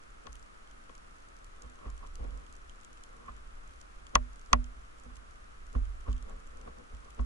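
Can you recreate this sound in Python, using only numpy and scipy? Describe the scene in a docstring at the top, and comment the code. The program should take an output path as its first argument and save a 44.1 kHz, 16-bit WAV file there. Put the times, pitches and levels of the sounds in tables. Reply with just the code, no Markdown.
"""Under water on a rocky reef, heard by a camera fixed to a diver's speargun.
From the start, snapping shrimp click all around over a faint hiss coloured by the camera's housing.
For four seconds the gun is lightly tapped, rubbed and bumped, and sways on its mount with low thuds.
At 4.15 and 4.53 s it clacks loudly against something hard, ringing the housing and the long shaft.
More thuds, rubs and softer knocks follow to the end."""
import sys
import numpy as np
from scipy import signal
from scipy.fft import rfft, irfft
from scipy.io import wavfile

SR = 44100
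rng = np.random.default_rng(int(sys.argv[2]) if len(sys.argv) > 2 else 0)


def generate_wav(signal):
    """Clip the signal to [-1, 1] and save it as 16-bit WAV at the path in sys.argv[1]."""
    frames = np.transpose(np.atleast_2d(signal))
    scaled = np.clip(frames, -1, 1) * 32767
    pcm = np.round(scaled).astype(np.int16)
    wavfile.write(sys.argv[1], SR, pcm)


N = 319725

# Shoves of the gun. Each row: start in seconds, sway in dB, shaft hum in dB, change per rebound in dB.
SHOVES = [(0.287, -37, -70, -2.5), (1.639, -36.5, -53, -19.5), (1.864, -27, -70, -4.5),
          (2.203, -26.5, -57, -0.5), (3.293, -39.5, -66, -15), (4.148, -18, -38.5, -8),
          (4.529, -15, -32, -7), (5.056, -36.5, -50.5, -1), (5.755, -15, -55, -5), (6.084, -17, -40.5, -8),
          (6.931, -32.5, -70, -10), (7.193, -16.5, -42.5, -12)]
HISS_TOP_HZ, SNAP_TOP_HZ, BAND_TOP_HZ = 11200, 11500, 16500


def amp(db):
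    """Decibels to gain."""
    return 10 ** (np.asarray(db) / 20)


def unit_rms(x):
    """Scales to rms 1."""
    return x / np.sqrt(np.mean(x ** 2) + 1e-20)


def curve_at(points, hz):
    """Interpolates a table on a log-frequency axis."""
    points_hz, values = np.transpose(points)
    return np.interp(np.log(hz + 1), np.log(points_hz + 1), values)


def add(mix, start_s, sound, pan_db=0):
    """Mixes a sound in; pan_db is left over right."""
    part = mix[:, max(round(start_s * SR), 0):][:, :sound.shape[-1]]
    part += (sound * amp([[pan_db / 2], [-pan_db / 2]]))[:, :part.shape[1]]


def lowpass(x, hz, order=2):
    """Causal low-pass."""
    return signal.sosfilt(signal.butter(order, min(hz, SR / 2 - 100), fs=SR, output="sos"), x)


def port_sine(hz, t, lead_rad):
    """A sine at the two microphone ports, the left leading."""
    return np.sin(2 * np.pi * hz * t + np.array([[.5], [-.5]]) * lead_rad)


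def port_noise(colour, size, top_hz=BAND_TOP_HZ):
    """Noise partly shared by the two ports. Each colour row: frequency in Hz, relative level in dB."""
    # Each row: frequency in Hz, correlation of the ports (negative: they move against each other).
    port_correlation = [(50, 0.93), (150, 0.23), (300, -0.45), (800, -0.77), (1300, -0.59), (2000, -0.52),
                        (4000, -0.25), (6500, 0.14), (10000, 0.29)]
    hz = np.fft.rfftfreq(size, 1 / SR)
    left, independent = rfft(rng.standard_normal((2, size)))
    shared = np.clip(curve_at(port_correlation, hz), -1, 1)
    right = shared * left + np.sqrt(1 - shared ** 2) * independent
    spectra = np.array([left, right]) * amp(curve_at(colour, hz)) * (hz < top_hz)
    return unit_rms(irfft(spectra, size))


def water(hiss_db=-53.0, rumble_db=-2):
    """Steady hiss, and the rumble of water moving round the gun."""
    # Each row: frequency in Hz, relative density in dB.
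    hiss_colour = [(20, 14.5), (52, 8), (100, -6), (250, -4), (600, -5.5), (950, -6), (1290, 1),
                   (1700, -7.5), (2500, -13), (4500, -21.5), (6500, -21.5), (9000, -26), (11000, -27)]
    # Each row: time in seconds, level in dB before rumble_db.
    rumble_levels = [(0.0, -77), (0.4, -61.5), (1.79, -56.5), (2.17, -41.5), (3.05, -59.5), (3.44, -47),
                     (3.9, -54), (4.76, -47), (5.02, -57), (5.95, -40.5), (7.15, -53.5)]
    level_db = np.interp(np.arange(N) / SR, *np.transpose(rumble_levels))
    rumble_colour = [(10, -6.5), (22, 1.5), (31, 0.5), (44, -8), (60, -4), (80, -20), (110, -37),
                     (800, -86)]
    rumble = amp(level_db + rumble_db) * port_noise(rumble_colour, N)
    return amp(hiss_db) * port_noise(hiss_colour, N, HISS_TOP_HZ) + rumble


def snap(pop_db, tick_t60_s=0.0099, pop_t60_s=0.021, size=768):
    """A shrimp's bubble collapses: a bright tick, and a lower pop that the housing holds longer."""
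    # Each row of both: frequency in Hz, relative level in dB.
    tick_colour = [(2000, -51), (4200, -7), (5300, -6), (6400, -0.5), (7600, 1), (8700, -22.5), (10800, -7),
                   (12000, -111)]
    pop_colour = [(600, -20), (1500, -32), (2200, -18), (3170, 6), (4000, -15), (5000, -12), (8000, -40)]
    t = np.arange(size) / SR
    tick = port_noise(tick_colour, size) * amp(-60 * t / tick_t60_s)
    pop = port_noise(pop_colour, size) * amp(pop_db - 60 * t / pop_t60_s)
    click = lowpass(tick + pop, SNAP_TOP_HZ, order=10)
    return click / np.linalg.norm(click)


def shrimp(near_db=16, near_pop_db=9, pan_db=-2, far_db=-49, far_per_s=50, spread_db=6.0,
           ceiling_db=15, animals=24):
    """A few near snaps stand out of the crackle of the whole reef."""
    # Each row: start in seconds, level in dB before near_db, pop over tick in dB before near_pop_db.
    near_snaps = [(0.3292, -42, -27), (0.355, -43.5, -16), (0.952, -46, -15), (1.4446, -47, -24),
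                  (1.6212, -41, -32), (1.9016, -46, -26), (2.155, -41, -23), (2.5263, -46.5, -27),
                  (2.6957, -43, -7), (2.8477, -43, -17), (3.037, -42, -16.5), (3.8139, -43.5, -28),
                  (4.0677, -42.5, -9), (4.6423, -43, -16), (5.1672, -45.5, -15), (6.129, -42, -8.5),
                  (6.2256, -46, -26), (7.1048, -48.5, -19)]
    out = np.zeros((2, N))
    for start_s, db, pop_db in near_snaps:
        add(out, start_s, amp(db + near_db) * snap(pop_db + near_pop_db), pan_db)
    excess_db = np.minimum(spread_db * rng.exponential(1, N), ceiling_db)
    impulses = amp(far_db + excess_db) * (rng.random(N) < far_per_s / SR)
    animal = rng.integers(0, animals, N)
    for k, pop_db in enumerate(np.linspace(-26, 2, animals)):
        out += signal.oaconvolve((impulses * (animal == k))[None], snap(pop_db), axes=1)[:, :N]
    return out


def shaft_hum(build_s=0.0092):
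    """The long shaft's bending after one shove."""
    # Each row: frequency in Hz, level in dB, t60 in seconds, left port's lead in radians.
    bending_modes = [(81.2, -1.5, 0.23, 0.26), (148, 2, 0.051, 0.78), (191, -5.5, 0.14, 5.4),
                     (245.4, 0.5, 0.34, 0.94), (327, -25, 0.086, 1.6), (484, 0, 0.075, 0.33)]
    t = np.arange(SR * 3 // 4) / SR
    hum = sum(amp(db - 60 * t / t60_s) * port_sine(hz, t, lead_rad)
              for hz, db, t60_s, lead_rad in bending_modes)
    return hum * (1 - np.exp(-t / build_s))


def housing_ring(build_cycles=1.07):
    """Gun and housing after one blow: each mode swells within a cycle or two, then dies."""
    # Each row: frequency in Hz, level in dB, t60 in seconds, left port's lead in radians.
    housing_modes = [(506, -38, 0.11, 2.5), (619, -30, 0.12, 3.5), (707, -24, 0.048, 3.5),
                     (798, -17.5, 0.014, 4), (968, -16, 0.032, 1.8), (1100, -6.5, 0.027, 1.07),
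                     (1218, -9, 0.013, -0.1), (1411, -15, 0.021, -1.66), (1732, -18.5, 0.043, -3),
                     (1955, -21, 0.034, 1.9), (2440, -19.5, 0.015, 1.44), (2585, -18.5, 0.018, -2),
                     (2870, -16.5, 0.016, -2.5), (3276, -11.5, 0.0096, 2), (4410, -22.5, 0.02, 2.2),
                     (4880, -22, 0.0069, 0.3), (5820, -17, 0.01, 2.4), (6380, -13, 0.0076, 1.46)]
    t, ring = np.arange(SR // 6) / SR, 0
    for k, (hz, db, t60_s, lead_rad) in enumerate(housing_modes):
        swell = 1 - np.exp(-t * hz / build_cycles)
        ring += (-1) ** k * amp(db - 60 * t / t60_s) * swell * port_sine(hz, t, lead_rad)
    return ring


def grip_force(t, slip_rise_s=0.0088, slip_fall_s=0.017, rise_per_fall=1.1, rub_shudder_db=-5):
    """Strength of scrape, scuff and shudder: the grip slips at each shove and as the hand shifts."""
    # Force against a shove's sway, in dB: scrape, scuff, shudder.
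    slip_db = (-34.5, -25.5, -21.5)
    # Each row: peak time in seconds, fall in seconds, scuff force in dB, scrape force over it in dB.
    hand_shifts = [(0.265, 0.0094, -46, -12), (0.9, 0.0059, -50, -10), (1.645, 0.051, -61, -5.5),
                   (1.853, 0.033, -51.5, 1), (2.039, 0.016, -51.5, 2.5), (2.245, 0.026, -46.5, -19),
                   (2.36, 0.087, -57.5, -9.5), (3.22, 0.15, -59, -5.5), (3.29, 0.012, -57, 11.5),
                   (5.12, 0.11, -66, 2.5), (6.065, .02, -63, 5), (6.305, 0.048, -49.5, -7),
                   (6.61, 0.093, -55.5, -13), (6.679, 0.012, -46.5, -13), (6.8, .035, -54.5, -10.5),
                   (7.059, 0.021, -56, -1)]

    def swell(peak_s, rise_s, fall_s):
        return np.exp(-np.maximum((peak_s - t) / rise_s, (t - peak_s) / fall_s))
    shoves = sum(amp(db) * swell(start_s, slip_rise_s, slip_fall_s) for start_s, db, *_ in SHOVES)
    force = amp(slip_db)[:, None] * shoves
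    for peak_s, fall_s, db, hard_db in hand_shifts:
        gains = amp([[db + hard_db], [db], [db + rub_shudder_db]])
        force += gains * swell(peak_s, rise_per_fall * fall_s, fall_s)
    return force


def rubs(ring, hum, slips_per_s=900, soft_hz=1250, grip_t60_s=0.049, palm_hz=260,
         scrape_db=-1, scuff_db=-1, shudder_db=-2):
    """Tiny slips ring the housing and shake the palm-damped shaft; the soft grip adds a dull scuff."""
    t = np.arange(N) / SR
    scrape_force, scuff_force, shudder_force = grip_force(t)
    slips = unit_rms(rng.standard_normal(N) * (rng.random(N) < slips_per_s / SR))

    def excite(body, force):
        return signal.oaconvolve((slips * force)[None], body / np.linalg.norm(body[0]), axes=1)[:, :N]
    held_shaft = lowpass(hum * amp(-60 * t[:hum.shape[1]] / grip_t60_s), palm_hz)
    scrape = excite(lowpass(ring, soft_hz), scrape_force)
    shudder = excite(held_shaft, shudder_force)
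    scuff_colour = [(100, -35), (240, -4), (340, -7.5), (480, 2), (600, -6.5), (800, -8.5),
                    (1500, -20), (4000, -33), (9000, -48)]
    scuff = port_noise(scuff_colour, N, HISS_TOP_HZ) * scuff_force
    return amp(scrape_db) * scrape + amp(scuff_db) * scuff + amp(shudder_db) * shudder


def bumps(hum, sway_hz=52.9, sway_t60_s=0.22, build_s=0.011, lead_rad=0.81, pan_db=-3,
          rebound_hz=45.6, rebound_gap_s=0.059, rebound_pan_db=-6, rebounds=2):
    """A shove sways the gun in the water; it rebounds more slowly in the hand, and its shaft hums on."""
    out, t = np.zeros((2, N)), np.arange(hum.shape[1]) / SR
    envelope = amp(-60 * t / sway_t60_s) * (1 - np.exp(-t / build_s))
    sway = envelope * port_sine(sway_hz, t, lead_rad)
    rebound = envelope * port_sine(rebound_hz, t, lead_rad)
    for start_s, db, hum_db, step_db in SHOVES:
        add(out, start_s, amp(db) * sway + amp(hum_db) * hum, pan_db)
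        for k in range(1, rebounds + 1):
            add(out, start_s + k * rebound_gap_s, amp(db + k * step_db) * rebound, rebound_pan_db)
    return out


def along_shaft(x, travel_1khz_s=0.001897, advance_s=0.00034):
    """Bending waves gain speed as the root of frequency, so the treble arrives first."""
    size = x.shape[1]
    hz = np.fft.rfftfreq(2 * size, 1 / SR)
    lag_cycles = 2 * travel_1khz_s * np.sqrt(1000 * hz) - advance_s * hz
    return irfft(rfft(x, 2 * size) * np.exp(-2j * np.pi * lag_cycles))[:, :size]


def knocks(ring, crack_db=-17, crack_t60_s=0.013, boom_db=-24, boom_t60_s=0.07,
           echo_s=0.0082, echo_db=-17, echo_hz=1500):
    """A hard contact cracks, booms hollowly and rings the housing; the rock returns a dull echo."""
    # Each row: start in seconds, level in dB, low-pass cutoff in Hz, left over right in dB.
    contacts = [(0.2678, -33, 5940, 14.5), (0.894, -38.5, 3500, 9), (2.0263, -33, 1100, 0),
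                (3.281, -36, 1800, 6), (4.15, -21.5, 15000, -7), (4.1533, -0.5, 15000, 2.5),
                (4.5294, 1.5, 8200, 0), (5.748, -28, 1100, -11), (6.0841, -31, 796, 2),
                (6.674, -24.5, 750, 4), (7.192, -22, 1130, 3.5)]
    crack_colour = [(900, -24), (2000, 9), (3200, 1.5), (4100, 0), (5200, 5.5), (6700, 2),
                    (9000, -10), (11000, -4.5), (12200, -36), (16000, -40.5)]
    boom_colour = [(150, -10), (450, -5), (900, 2), (1800, -12), (3500, -22), (8000, -55)]
    out, t = np.zeros((2, N)), np.arange(ring.shape[1]) / SR
    for start_s, db, cutoff_hz, pan_db in contacts:
        crack = port_noise(crack_colour, len(t)) * amp(crack_db - 60 * t / crack_t60_s)
        boom = port_noise(boom_colour, len(t)) * amp(boom_db - 60 * t / boom_t60_s)
        clack = amp(db) * along_shaft(lowpass(ring + crack + boom, cutoff_hz))
        add(out, start_s, clack, pan_db)
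        add(out, start_s + echo_s, amp(echo_db) * lowpass(clack, echo_hz), pan_db)
    return out


def scene():
    """Handling sounds of the gun over the reef's background."""
    ring, hum = housing_ring(), shaft_hum()
    return water() + shrimp() + knocks(ring) + rubs(ring, hum) + bumps(hum)


def record(dry):
    """The camera's band limit."""
    taps = signal.firwin(511, BAND_TOP_HZ, window=("kaiser", 9), fs=SR)
    return signal.oaconvolve(dry, taps[None], "same")


dry = scene()
out = record(dry)
generate_wav(out)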